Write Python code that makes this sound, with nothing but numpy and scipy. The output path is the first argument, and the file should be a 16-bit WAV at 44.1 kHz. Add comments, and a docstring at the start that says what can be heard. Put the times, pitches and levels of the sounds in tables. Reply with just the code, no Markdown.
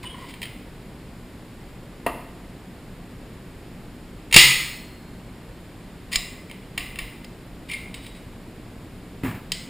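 """A small hard-walled workshop, close to a body-worn camera: a shotgun is stripped by hand.
The wooden fore-end squeaks off its tube by stick and slip, and rings in short modes as it is laid on the bench.
The bolt slams shut and overloads the microphone; steel contacts are noise bursts that set each part ringing.
The barrel clicks and scrapes free over small burrs, and the stock bumps the bench in a few sagging bounces.
Dense echoes come off the walls; under it all lie a low fluttering rumble and a faint hiss of filtered noise."""
import sys
import numpy as np
from scipy import signal
from scipy.fft import rfft, irfft, next_fast_len
from scipy.io import wavfile
from scipy.ndimage import uniform_filter1d

SR = 44100
rng = np.random.default_rng(int(sys.argv[2]) if len(sys.argv) > 2 else 0)


def wav_out(sig):
    """Save sig, one row per channel (or a flat mono array), as 16-bit PCM at SR to the path in sys.argv[1]."""
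    wavfile.write(sys.argv[1], SR, np.round(np.clip(np.atleast_2d(sig).T, -1, 1) * 32767).astype(np.int16))


N = 427327


def amp(db):
    """Amplitude factor of a level in dB."""
    return 10 ** (np.asarray(db) / 20)


def evened(x):
    """The signal scaled to rms 1 overall."""
    return x / np.sqrt(np.mean(x ** 2) + 1e-20)


def read(points, hz):
    """A spectrum table joined by straight lines over log frequency."""
    f, value = np.transpose(points)
    return np.interp(np.log(hz + 1), np.log(f + 1), value)


def seconds(length):
    """Sample times from zero up to the length in seconds."""
    return np.arange(int(length * SR)) / SR


def add(mix, s, sound):
    """Lay a sound into the mix at s seconds, cut off at the end."""
    part = mix[max(round(s * SR), 0):][:len(sound)]
    part += sound[:len(part)]


def colour(x, points, size=4096):
    """Causal minimum-phase filter with the given (Hz, dB) shape."""
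    hz = abs(np.fft.fftfreq(size, 1 / SR))
    log_gain = np.log(amp(read(points, hz)))
    response = np.exp(np.conj(signal.hilbert(log_gain)))
    taps = np.fft.ifft(response).real[:size // 2]
    return signal.oaconvolve(x, taps)[:len(x)]


def noise(points):
    """Steady noise of rms 1 with the given (Hz, dB) spectrum."""
    size = next_fast_len(N)
    spectrum = rfft(rng.standard_normal(size))
    shape = amp(read(points, np.fft.rfftfreq(size, 1 / SR)))
    return evened(irfft(spectrum * shape, size)[:N])


def ring(modes, length, pitch=1):
    """The dying sines of a struck body; neighbouring modes swing in opposite directions."""
    t = seconds(length)
    out = np.zeros(len(t))
    for k, (hz, db, t60) in enumerate(modes):
        sine = np.sin(2 * np.pi * hz * pitch * t)
        out += (-1) ** k * amp(db) * sine / 1000 ** (t / t60)
    return out


def crack(decay, count=4096, order=128):
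    """A dense noise burst of tiny contacts, dying fast; a lower order evens its spectrum more finely."""
    fall = np.exp(-np.arange(count) / SR / decay)
    spectrum = rfft(rng.standard_normal(count) * fall, 2 * count)
    spectrum /= np.sqrt(uniform_filter1d(abs(spectrum) ** 2, order))
    return irfft(spectrum)[:count] * np.linalg.norm(fall)


def steel(contacts, body_db=8, ring_db=-29):
    """Contacts sound through the crowded short modes of the whole gun, and each part adds its own ring."""
    # What each steel part rings with. Each row: frequency in Hz, relative level in dB, t60 in s.
    parts = {
        "bolt": [(139, -19, .16), (290, -18, .03), (540, -9, .015), (1200, -14, .02), (2850, 3, .02),
                 (5080, 0, .015), (6900, -14, .025), (1995, -28, .4), (2145, -25, .4), (2653, -18, .4),
                 (2821, -22, .4), (3079, -19, .3), (3407, -24, .4), (4104, -23, .4), (4247, -38, 1.4),
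                 (7752, -50, 1.3)],
        "barrel": [(714, -10.5, 0.044), (1105, -8, 0.038), (2060, -3.5, 0.12), (2676, -8.5, 0.053),
                   (3075, -19.5, 0.038), (3880, -4, 0.045), (4810, -2, 0.0072), (5070, 5.5, 0.019),
                   (6930, -5, 0.025), (7370, -2, 0.018), (9200, -34, 0.033)],
        "piston": [(2150, 8, 0.079), (2342, 6.5, 0.069), (3800, -14, .03), (5140, -18, 0.044),
                   (8140, -9, 0.072), (9700, -6, 0.084)],
        "tube": [(1900, -9, .03), (2850, -2, .03), (3170, -11, .1), (3850, -8, .04), (8100, -12, .03),
                 (9050, -11, .05)],
        "collar": [(1981, -14, .2), (2950, -5.5, 0.2), (3840, -1, 0.081), (8050, -6, 0.088),
                   (8950, -13, 0.21)],  # loose on the tube
    }
    # Colour of a steel contact. Each row: frequency in Hz, gain in dB.
    steel_colour = [(70, -10.5), (170, -13.5), (400, -25.5), (1000, -10), (1450, -21), (2000, 4.5),
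                    (2700, 1.5), (3600, -3), (4600, -7), (5080, -6.5), (5500, -11.5), (6500, -13.5),
                    (6900, -11.5), (7300, -15), (9900, -6.5), (10700, -36), (13300, -46), (14100, -17)]
    rung = np.zeros(N)
    for part, x in contacts.items():
        rung += signal.oaconvolve(x, ring(parts[part], 0.92))[:N]
    return amp(body_db) * colour(sum(contacts.values()), steel_colour) + amp(ring_db) * rung


def clacks():
    """Steel strikes steel: what goes straight to the microphone, and what goes to the walls."""
    # Steel meeting steel. Each row: start in seconds, place struck on the gun, relative level in dB,
    # contact decay in seconds.
    strikes = [(0.339, "tube", -37, 0.0045), (.417, "tube", -27.5, 0.0037), (.429, "tube", -27, 0.0078),
               (.455, "tube", -30, .0023), (4.312, "bolt", -30.5, .004), (4.326, "bolt", -13.5, 0.01),
               (4.342, "bolt", -4.5, 0.0087), (4.363, "bolt", 10.5, 0.0038),
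               (6.129, "breech", -27.5, 0.016), (6.1575, "breech", -3.5, .001),
               (6.497, "piston", -38, 0.0016), (6.513, "tube", -29, 0.0013), (6.777, "lug", -19, 0.0041),
               (6.958, "lug", -30.5, 0.0016), (6.988, "lug", -24.5, 0.0056),
               (7.245, "breech", -33.5, 0.0022), (7.714, "piston", -28.5, 0.0045),
               (7.735, "piston", -26, 0.0027), (7.942, "collar", -30, 0.0052),
               (8.066, "collar", -35.5, .0043), (9.519, "shoulder", -12, 0.0023)]
    # How each place sounds when struck. Each entry: part that rings, hardness in dB, room send in dB.
    places = {"bolt": ("bolt", 1, 0), "breech": ("barrel", 4.5, -9), "lug": ("barrel", -8, -1),
              "piston": ("piston", -0.5, -.5), "tube": ("tube", -3.8, -4), "collar": ("collar", 3.6, -2.5),
              "shoulder": ("tube", 9.3, -4.5)}
    # How hardness tilts the treble. Each row: frequency in Hz, share of the hardness (0.5 is neutral).
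    hard_shares = [(2600, 0.07), (4800, 0.97), (7500, 1), (9500, 0.22)]
    # an ordinary contact; stronger and longer ones are brighter
    usual_db, usual_decay_s = -20, .003
    brighter_db_per_db, brighter_db_per_doubling = 0.1953, 0.5

    near, sent = {}, {}
    for s, place, db, decay in strikes:
        part, hard_db, send_db = places[place]
        hard_db += brighter_db_per_db * (db - usual_db)
        hard_db += brighter_db_per_doubling * np.log2(decay / usual_decay_s)
        # the strike's level rides on its treble tilt
        tone = [(hz, db + hard_db * (share - .5)) for hz, share in hard_shares]
        direct = colour(crack(decay), tone)
        add(near.setdefault(part, np.zeros(N)), s, direct)
        # the burst sent to the walls has a more finely evened spectrum
        to_walls = amp(send_db) * colour(crack(decay, order=8), tone)
        add(sent.setdefault(part, np.zeros(N)), s, to_walls)
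    return steel(near), steel(sent)


def echoed(x):
    """Nearby surfaces repeat each click within milliseconds."""
    # First echoes from the chest and the bench. Each row: delay in seconds, level in dB.
    echoes = [(.0022, -7), (.0073, -16)]
    out = x.copy()
    for delay, db in echoes:
        add(out, delay, amp(db) * x)
    return out


def jolts():
    """The slam punches the camera's mount, which also sways slowly after a hard pull."""
    # Jolts through the body. Each row: start in seconds, level in dB, frequency in Hz, t60 in seconds.
    mount_jolts = [(4.3622, 2, 173, 0.025), (6.162, -25, 33.3, .2), (6.8, -33, 50, 0.2),
                   (7.02, -29.5, 40.3, 0.27)]
    out = np.zeros(N)
    for s, db, hz, t60 in mount_jolts:
        add(out, s, ring([(hz, db, t60)], 0.3))
    return out


def scrapes(grains_per_s=1500, grit=0.9):
    """Sliding steel catches on many small burrs."""
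    # Parts sliding on each other. Each row: start in seconds, part, length in seconds, relative level in dB.
    slides = [(0.026, "tube", 0.025, -41.5), (0.143, "tube", 0.19, -51), (0.28, "tube", 0.041, -44.5),
              (6.111, "barrel", 0.071, -29), (7.68, "piston", 0.066, -39.5), (8.017, "collar", 0.071, -49),
              (8.142, "collar", 0.042, -52)]
    contacts = {}
    for s, part, length, db in slides:
        count = int(length * SR)
        burrs = rng.standard_normal(count) * (rng.random(count) < grains_per_s / SR)
        friction = grit * evened(burrs) + .5 * rng.standard_normal(count)
        slide = amp(db) * friction * signal.windows.tukey(count, .5)
        add(contacts.setdefault(part, np.zeros(N)), s, slide)
    return steel(contacts)


def squeak(length, glide, overtone_db, order):
    """Stick and slip: an unsteady pitch with one overtone of the given order, rasping as it slips."""
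    jitter_hz, rasp = 35, .35
    count = int(length * SR)
    waver, grip = evened(uniform_filter1d(rng.standard_normal((2, count)), 36))
    pitch_hz = np.linspace(*glide, count) + jitter_hz * waver
    phase = 2 * np.pi * np.cumsum(pitch_hz) / SR
    tone = np.sin(phase) + amp(overtone_db) * np.sin(order * phase)
    return evened(tone * (1 + rasp * grip)) * signal.windows.tukey(count, .5)


def squeaks():
    """The fore-end slides off its tube with low falling chirps and high rising squeals."""
    # The fore-end sticking and slipping. Each row: start in seconds, length in seconds, level in dB.
    chirps = [(0.037, 0.017, -38), (0.141, 0.019, -41.5), (0.167, .028, -45), (0.206, 0.056, -44.5)]
    # Every chirp sags alike: first pitch in Hz, last pitch in Hz.
    chirp_glide = (1140, 897)
    # Thin squeals. Each row: start in seconds, length in seconds, first pitch in Hz, level in dB.
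    squeals = [(.05, .034, 2930, -37), (.09, .035, 3170, -45)]
    squeal_rise = 1.028  # last pitch over first, as the fore-end gathers speed
    out = np.zeros(N)
    for s, length, db in chirps:
        add(out, s, amp(db) * squeak(length, chirp_glide, overtone_db=-6.5, order=2))
    for s, length, hz, db in squeals:
        add(out, s, amp(db) * squeak(length, (hz, hz * squeal_rise), overtone_db=-10, order=3))
    return out


def knocks(tick_db=-25, tick_decay=0.0094, clatter_db=-12, clatter_decay=0.021):
    """Wood on the bench: a longer contact leaves out the high modes; the thin shell clatters briefly."""
    # The fore-end laid down, one end and then the other.
    # Each row: start in seconds, relative level in dB, contact time in seconds.
    landings = [(2.0638, -9, 0.0008), (2.0672, -18, 0.0001)]
    # What the wooden fore-end rings with. Each row: frequency in Hz, relative level in dB, t60 in seconds.
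    wood_modes = [(270, -12, 0.045), (480, -4, 0.055), (712, -3.5, 0.053), (890, -9, 0.056),
                  (1030, -3, 0.025), (1320, -28, 0.026), (1930, -0.5, 0.036), (2520, -1, 0.015),
                  (2740, 1.5, 0.014), (4380, -16, 0.017)]
    tick_colour = [(7500, -3), (10500, 11), (15000, -3)]  # (Hz, dB), as below
    clatter_colour = [(80, -26), (140, 12), (700, 7.5), (1150, 13), (1500, -3), (2900, -4.0),
                      (3600, -16), (8000, -22)]
    out = np.zeros(N)
    for s, db, contact in landings:
        push = np.exp(-seconds(.01) / contact * 2)
        add(out, s, amp(db) * np.convolve(ring(wood_modes, .2), push / push.sum()))
        add(out, s, amp(db + tick_db) * colour(crack(tick_decay), tick_colour))
        add(out, s, amp(db + clatter_db) * colour(crack(clatter_decay), clatter_colour))
    return out


def bumps(rattle_db=-23, rattle_decay=0.038, count=6):
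    """The stock bounces on the padded bench, each bump weaker and lower, and loose parts rattle softly."""
    # What stock and bench ring with. Each row: first bump's frequency in Hz, relative level in dB, t60 in s.
    bench_modes = [(130, 0, 0.076), (279, 0, 0.08), (448, -15, 0.1), (947, -19, 0.074), (1210, -20, 0.11),
                   (2020, -18, 0.069)]
    start_s, first_gap_s, gap_growth = 9.235, .011, 1.35
    first_db, fade_db_per_s, sag_octaves_per_s = -19.5, 84, 4.6
    rattle_colour = [(1000, 16.5), (2400, 17.0), (4500, -1), (12000, 0.0)]  # (Hz, dB)
    out, since = np.zeros(N), 0
    for k in range(count):
        s = start_s + since
        db = first_db - fade_db_per_s * since
        pitch = 2 ** (-sag_octaves_per_s * since)
        add(out, s, amp(db) * ring(bench_modes, .3, pitch))
        add(out, s, amp(db + rattle_db) * colour(crack(rattle_decay), rattle_colour))
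        since += first_gap_s * gap_growth ** k
    return out


def room(x, gap=0.0034, build=0.0028):
    """Dense reflections swell after a short gap in seconds; each band dies at its own speed."""
    # The workshop. Each row: frequency in Hz, t60 in seconds.
    room_t60 = [(120, 0.88), (500, 0.51), (1400, 0.78), (3000, 0.64), (8000, .62), (15000, 0.77)]
    hz, t, z = signal.stft(rng.standard_normal(SR), SR, nperseg=256)
    dying = z / 1000 ** (t / read(room_t60, hz)[:, None])
    tail = signal.istft(dying, SR, nperseg=256)[1][:SR]
    tail *= 1 - np.exp(-np.maximum(seconds(1) - gap, 0) / build)
    return signal.oaconvolve(x, tail / np.linalg.norm(tail))[:N]


def background(flutter=0.47, sharpness=0.69):
    """Low rumble, fluttering fast above its deepest part, and thin steady hiss."""
    # Steady background. Each row: frequency in Hz, relative level in dB per Hz.
    rumble_shape = [(12, -30), (20, -3.5), (48, -1), (80, -7.5), (123, -3), (149, -7), (183, -1),
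                    (205, -8.5), (236, -5), (264, -6.5), (900, -24.5), (1170, -27.5), (1980, -120)]
    hiss_shape = [(400, -1), (900, -1.5), (1600, -2.5), (2100, -2.5), (3200, -7.5), (5300, -12.5),
                  (6000, -25), (6750, -14), (10000, -16), (13000, -20), (15000, -17.5), (15600, -40.5)]
    rumble_db, hiss_db, flutter_hz = -41, -51, 60
    beat = np.exp(sharpness * np.cos(2 * np.pi * flutter_hz * np.arange(N) / SR))
    rumble = noise(rumble_shape)
    lowpass = signal.butter(2, 100, fs=SR, output="sos")
    deep = signal.sosfiltfilt(lowpass, rumble)
    rumble = deep + (rumble - deep) * evened(1 + flutter * beat)
    return amp(rumble_db) * rumble + amp(hiss_db) * noise(hiss_shape)


def self_noise(level_db=-60.5):
    """The microphone's own hiss, steady noise that is unlike on the two sides."""
    # Each row: frequency in Hz, relative level in dB per Hz.
    self_noise_shape = [(30, 12), (200, 14.5), (500, 6), (1000, 1), (5000, -1), (6000, -17), (6800, -2.5),
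                        (9500, -13), (11000, -27.5)]
    return amp(level_db) * noise(self_noise_shape)


def scene(rub_room_db=-3, knock_room_db=-5, bump_room_db=-8):
    """All handling is heard in the middle; only the microphone's hiss has width."""
    # Microphone in its housing. Each row: frequency in Hz, gain in dB.
    housing = [(5300, 0), (5600, -6), (6000, -16), (6350, -5), (6800, 0), (13400, 0), (14100, 4),
               (15150, 6), (15700, -10)]
    near, sent = clacks()
    rub, knock, bump = scrapes() + squeaks(), knocks(), bumps()
    to_walls = sent + amp(rub_room_db) * rub + amp(knock_room_db) * knock + amp(bump_room_db) * bump
    airborne = echoed(near) + rub + knock + bump + room(to_walls)
    mid = colour(airborne, housing) + jolts() + background()
    side = self_noise()
    return np.array([mid + side, mid - side])


def record(dry):
    """The slam overloads the input and clips; then a steep low-pass limits the band."""
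    edge_hz = 16300
    clipped = np.clip(dry, -1, 1)
    lowpass = signal.firwin(255, edge_hz, window=("kaiser", 9), fs=SR)
    return signal.oaconvolve(clipped, lowpass[None], "same")


dry = scene()
out = record(dry)
wav_out(out)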